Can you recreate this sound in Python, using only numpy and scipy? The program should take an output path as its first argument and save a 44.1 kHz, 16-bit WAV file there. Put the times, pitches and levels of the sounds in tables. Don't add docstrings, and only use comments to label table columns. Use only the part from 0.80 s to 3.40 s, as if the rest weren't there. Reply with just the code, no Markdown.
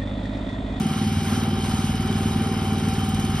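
import sys
import numpy as np
from scipy import signal
from scipy.fft import rfft, irfft
from scipy.io import wavfile
from scipy.ndimage import uniform_filter1d

SR = 44100
rng = np.random.default_rng(int(sys.argv[2]) if len(sys.argv) > 2 else 0)


def wrap_up_sound(samples):
    columns = np.atleast_2d(samples).T
    tamed = np.clip(columns, -1, 1)
    steps = np.round(tamed * 32767).astype(np.int16)
    wavfile.write(sys.argv[1], SR, steps)


def attenuation_scalar(level_db):
    decades = np.asarray(level_db, float) / 20
    return 10 ** decades


N = 114660


def rms_one(x):
    return x / np.sqrt(np.mean(x ** 2) + 1e-20)


def curve(rows):
    time_s, value = np.transpose(rows)
    return np.interp(np.arange(N) / SR, time_s, value)


def at_hz(points, hz):
    point_hz, value = np.transpose(points)
    return np.interp(np.log(hz + 1), np.log(point_hz), value)


def drift(rate_hz):
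    r = np.exp(-2 * np.pi * rate_hz * 40 / SR)
    white = rng.standard_normal(N // 40 + 2002)
    slow = signal.lfilter([1], [1, -2 * r, r * r], white)[2000:]
    return np.interp(np.arange(N) / 40, np.arange(len(slow)), rms_one(slow))


def resonate(x, hz, width_hz):
    r = np.exp(-np.pi * width_hz / SR)
    poles = [1, -2 * r * np.cos(2 * np.pi * hz / SR), r * r]
    return signal.lfilter([1, 0, -1], poles, x + 1e-18)


def cut(x, hz, kind, order=2):
    sos = signal.butter(order, np.clip(hz, 10, .45 * SR), kind, fs=SR, output="sos")
    return signal.sosfilt(sos, x)


FIRINGS_HZ, FIRST_FIRING_S = 19.3121, .00978
# time in seconds, crank lateness in ms.
CRANK_LATE = [(0, .4), (.11, .65), (.18, 1.25), (.28, 1.1), (.47, -.75), (.95, -.8), (1.15, -.5),
              (1.2, .55), (1.4, 1.15), (1.52, .3), (1.72, -.35), (1.95, 0), (2.23, -.6), (2.3, -.1),
              (2.5, .95), (2.6, 1.0)]


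def cycles():
    late_s = uniform_filter1d(curve(CRANK_LATE), size=3000, mode="nearest") / 1000
    return (np.arange(N) / SR - late_s - FIRST_FIRING_S) * FIRINGS_HZ


def per_cycle(turn, spread_db):
    strength_db = spread_db * rng.standard_normal(61)
    return attenuation_scalar(np.interp(turn, np.arange(-1, 60), strength_db))


# multiple of the firing rate, level in dB.
EXHAUST_ORDERS = [(2, -54.5), (3, -52.5), (4, -38), (5, -30), (6, -38), (7, -39), (8, -33), (9, -36.5),
                  (10, -43.5), (11, -29.5), (12, -34), (13, -35), (14, -44), (15, -46), (16, -45.5),
                  (20, -52.5)]
# time in seconds, level in dB.
BOOM_LOAD = [(0, -7.5), (.15, -5), (.3, 0), (.6, -1.5), (1.2, .5), (1.9, 0), (2.6, 0)]
SILENCER_CHAMBERS = [(3, 2.7, 2.8), (5, 5.5, .7), (6, 5, 1.9), (10, 7, .24), (13, 12.2, .47), (20, 15, .1)]
FIRING_SPREAD_DB, ORDER_WANDER, BOOM_TOP_ORDER = 1.3, .19, 6


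def exhaust(turn):
    out, load = 0, attenuation_scalar(curve(BOOM_LOAD))
    for order, db in EXHAUST_ORDERS:
        _, centre, lag = next(c for c in SILENCER_CHAMBERS if order <= c[0])
        wobble = 1 + ORDER_WANDER * (drift(10) + 1j * drift(10))
        ring = np.exp(2j * np.pi * order * turn - 1j * lag * (order - centre))
        boom = load if order <= BOOM_TOP_ORDER else 1
        out = out + attenuation_scalar(db) * boom * np.real(wobble * ring)
    return np.sqrt(2) * out * per_cycle(turn, FIRING_SPREAD_DB)


# multiple of the firing rate (rounded when played), level in dB, wander as a fraction.
PUMP_TONES = [
    (40, -40, 0.32),
    (41, -50, 0.58),
    (79.5, -77, 0.25),
    (118, -53, 0.34),
    (160, -51.5, 0.98),
]
WHINE_THROB_DB, WHINE_TOP_MS = 1, 35.5


def whine(turn):
    out = 0
    for order, db, wander in PUMP_TONES:
        wobble = 1 + wander * (drift(38) + 1j * drift(38))
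        tone = np.exp(2j * np.pi * np.round(order) * turn)
        out = out + attenuation_scalar(db) * np.real(wobble * tone)
    throb = np.cos(2 * np.pi * (turn - WHINE_TOP_MS * FIRINGS_HZ / 1000))
    return np.sqrt(2) * out * attenuation_scalar(WHINE_THROB_DB * throb)


# delay after firing in ms, puff decay in ms, puff in dB, tick in dB.
VALVE_EVENTS = [
    (3.79, 8.0, 15, -1.5),
    (20.36, 3.6, 12, 0),
    (27.9, 3.0, -12.5, -6.5),
    (41, 4.0, 8.5, -17),
]
VALVE_SPREAD_DB = 3.0


def valve_gates(turn):
    puff, tick = np.zeros(N), np.zeros(N)
    for delay_ms, length_ms, puff_db, tick_db in VALVE_EVENTS:
        age_ms = ((turn - delay_ms * FIRINGS_HZ / 1000) % 1) * 1000 / FIRINGS_HZ
        strength = per_cycle(turn, VALVE_SPREAD_DB) * (1 - np.exp(-age_ms / 1.3))
        puff += attenuation_scalar(puff_db) * strength * np.exp(-age_ms / length_ms)
        tick += attenuation_scalar(tick_db) * strength * np.exp(-age_ms / 3.3)
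    return puff, tick


PUFF_DB, PUFF_LOW_HZ, PUFF_HIGH_HZ, TICK_DB = -43.5, 7600, 10700, -58.5


def valves(puff, tick):
    air = rms_one(cut(rng.standard_normal(N) * puff, PUFF_LOW_HZ, "high"))
    metal = rms_one(cut(rng.standard_normal(N) * tick, [2500, 6500], "band"))
    return attenuation_scalar(PUFF_DB) * cut(air, PUFF_HIGH_HZ, "low") + attenuation_scalar(TICK_DB) * metal


# frequency in Hz, width in Hz, level in dB.
COWL_MODES = [(366.6, 31, -37), (429.5, 11.7, -45), (652, 70, -49.5), (828, 75, -46), (1046, 110, -47.5),
              (1208, 8.5, -50.5), (1352, 87, -45), (1520, 23, -66), (2132, 13, -56.5), (2387, 57, -51.5),
              (2940, 110, -49), (3083, 390, -44), (3840, 30, -52.5), (5134, 160, -51)]
# time in seconds, level in dB.
GROUND_SHAKE = [(0, -2), (.15, -0.5), (.3, -6.5), (.58, 0), (.78, 0.5), (1.1, -7), (1.35, 1), (1.55, -0.5),
                (1.85, 0.5), (2.15, -2), (2.35, -1.5), (2.55, 0)]
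SHAKE_TOP_HZ = 1600


def cowl(tick):
    out, shake_db = 0, curve(GROUND_SHAKE)
    for hz, width_hz, db in COWL_MODES:
        drive = rng.standard_normal(N) * (1 + 0.9 * tick)
        level_db = db + 1.15 * drift(8.9) + shake_db * (hz < SHAKE_TOP_HZ)
        out = out + attenuation_scalar(level_db) * rms_one(resonate(drive, hz, width_hz))
    return out


# frequency in Hz, density in dB per Hz.
RUSH_SPECTRUM = [(60, 11), (250, 7), (520, -8), (1200, 0.5), (1800, -6), (4500, -12), (8000, -10),
                 (15500, -25.5)]
RUSH_DB = -34


def rush(tick):
    out, together = 0, drift(3)
    edges_hz = 50 * 2 ** np.arange(0, 8.6, .5)
    white = rng.standard_normal((2, N)) * (1 + .5 * tick)
    for k, (low, high) in enumerate(zip(edges_hz, edges_hz[1:])):
        level_db = at_hz(RUSH_SPECTRUM, np.sqrt(low * high))
        gain = attenuation_scalar(level_db + 1.4 * together + 1.4 * drift(6.5))
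        out = out + gain * cut(white[k % 2], [low, high], "band")
    return attenuation_scalar(RUSH_DB) * rms_one(out)


# start in seconds, level in dB, pitch in Hz, t60 in seconds.
AXLE_BUMPS = [
    (0.358, -14, 91, .12),
    (0.822, -28, 147, 0.077),
    (1.19, -36, 81, .12),
]


def bumps():
    out, time_s = 0, np.arange(N) / SR
    for start_s, db, hz, t60_s in AXLE_BUMPS:
        age_s = np.maximum(time_s - start_s, 0)
        envelope = attenuation_scalar(db - 60 * age_s / t60_s) * (1 - np.exp(-age_s / .012))
        out = out + envelope * np.sin(2 * np.pi * hz * age_s)
    return out


# start in seconds, level in dB.
LEAF_SNAPS = [
    (.115, -37),
    (.43, -32),
    (.635, -28.5),
    (0.951, -48),
    (2.09, -42),
    (2.29, -27.5),
]
LEAVES_PER_S, LEAVES_DB = 150, -65


def leaves():
    sizes = attenuation_scalar(6.3 * np.minimum(rng.exponential(1, N), 5)) * rng.choice([-1, 1], N)
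    born = rng.random(N) < LEAVES_PER_S * attenuation_scalar(5 * drift(6)) / SR
    out = attenuation_scalar(LEAVES_DB) * rms_one(sizes * born)
    decay = np.exp(-np.arange(400) / SR / .002)
    for start_s, db in LEAF_SNAPS:
        i = int(start_s * SR)
        out[i:i + 400] += attenuation_scalar(db) * rng.standard_normal(400) * decay
    return cut(out, 3000, "high")


# time in seconds, level in dB.
BREEZE = [(0.0, -69), (0.48, -54), (0.65, -59), (0.8, -33.5), (1.95, -41.5), (2.5, -36), (2.6, -39)]
WIND_TOP_HZ = 74.4


def wind():
    gusts = cut(rng.standard_normal(N), [42, WIND_TOP_HZ], "band")
    return attenuation_scalar(curve(BREEZE)) * rms_one(cut(gusts, 36, "high"))


# frequency in Hz, phase in radians.
PORT_LEAD = [(700, 0), (1100, -.8), (3200, 1.4), (5250, .15), (7150, 3.14), (10700, 6.28), (12900, 9.2),
             (16000, 11.2)]
# frequency in Hz, left minus right in dB.
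PORT_SPLIT = [(380, 0), (720, .3), (1290, -.6), (4400, -.6)]
# frequency in Hz, level in dB.
PORT_SCATTER = [(60, -15), (200, -26), (500, -12), (780, -21), (1200, -11), (2000, -12), (3500, -7),
                (8000, -13)]


def ports(x):
    hz, spec = np.fft.rfftfreq(N, 1 / SR), rfft(x)
    half_lead = np.interp(hz, *np.transpose(PORT_LEAD)) / 2
    tilt = attenuation_scalar(at_hz(PORT_SPLIT, hz) / 2)
    echoes = rng.standard_normal(8000) * np.exp(-np.arange(8000) / SR / .04)
    scatter = rfft(echoes / np.linalg.norm(echoes), N) * attenuation_scalar(at_hz(PORT_SCATTER, hz))
    left = tilt * np.exp(1j * half_lead) + scatter
    right = np.exp(-1j * half_lead) / tilt - scatter
    return np.array([irfft(spec * left, N), irfft(spec * right, N)])


def scene():
    turn = cycles()
    puff, tick = valve_gates(turn)
    machine = exhaust(turn) + whine(turn) + valves(puff, tick) + cowl(tick) + rush(tick) + bumps()
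    leaf_pan = attenuation_scalar(np.array([[1], [-9]]))
    return ports(machine) + wind() + leaves() * leaf_pan


# frequency in Hz, level relative to the other in dB.
WEAKER_BAR = [(2000, -12), (5300, -12), (6200, -3), (7600, -7), (9500, -2.5), (12000, -3.5), (15000, -4)]
FAINT_DB, FICKLE_DB, CUTOFF_HZ = -76.5, 1.3, 15600


def mute_weak_bands(x):
    hz, _, spec = signal.stft([x[0] + x[1], x[0] - x[1]], SR, nperseg=2048, noverlap=1024)
    starts = np.r_[0, 72:128:8, 128:1025:16]
    widths = np.diff(np.r_[starts, 1025])
    power = np.add.reduceat(np.abs(spec) ** 2, starts, axis=1) / widths[:, None]
    bar_db = at_hz(WEAKER_BAR, hz[starts])[:, None] + FICKLE_DB * rng.standard_normal(power.shape[2])
    keep = (power > attenuation_scalar(2 * bar_db) * power[::-1]) & (power > attenuation_scalar(2 * FAINT_DB))
    keep[:, 0] = True
    keep[0, :17] = True
    mask = np.repeat(keep, widths, axis=1) * (hz < CUTOFF_HZ)[:, None]
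    mid, side = signal.istft(spec * mask, SR, nperseg=2048, noverlap=1024)[1][:, :N]
    return np.array([mid + side, mid - side]) / 2


def top_cut(x):
    return signal.sosfilt(signal.butter(12, 16920, fs=SR, output="sos"), x)


def record(dry):
    fade_s, fade_db = 0.034, -1
    left_s = (N - np.arange(N)) / SR
    fade = attenuation_scalar(fade_db * np.clip(1 - left_s / fade_s, 0, 1))
    mix = mute_weak_bands(dry * fade)
    return top_cut(mix)


dry = scene()
out = record(dry)
wrap_up_sound(out)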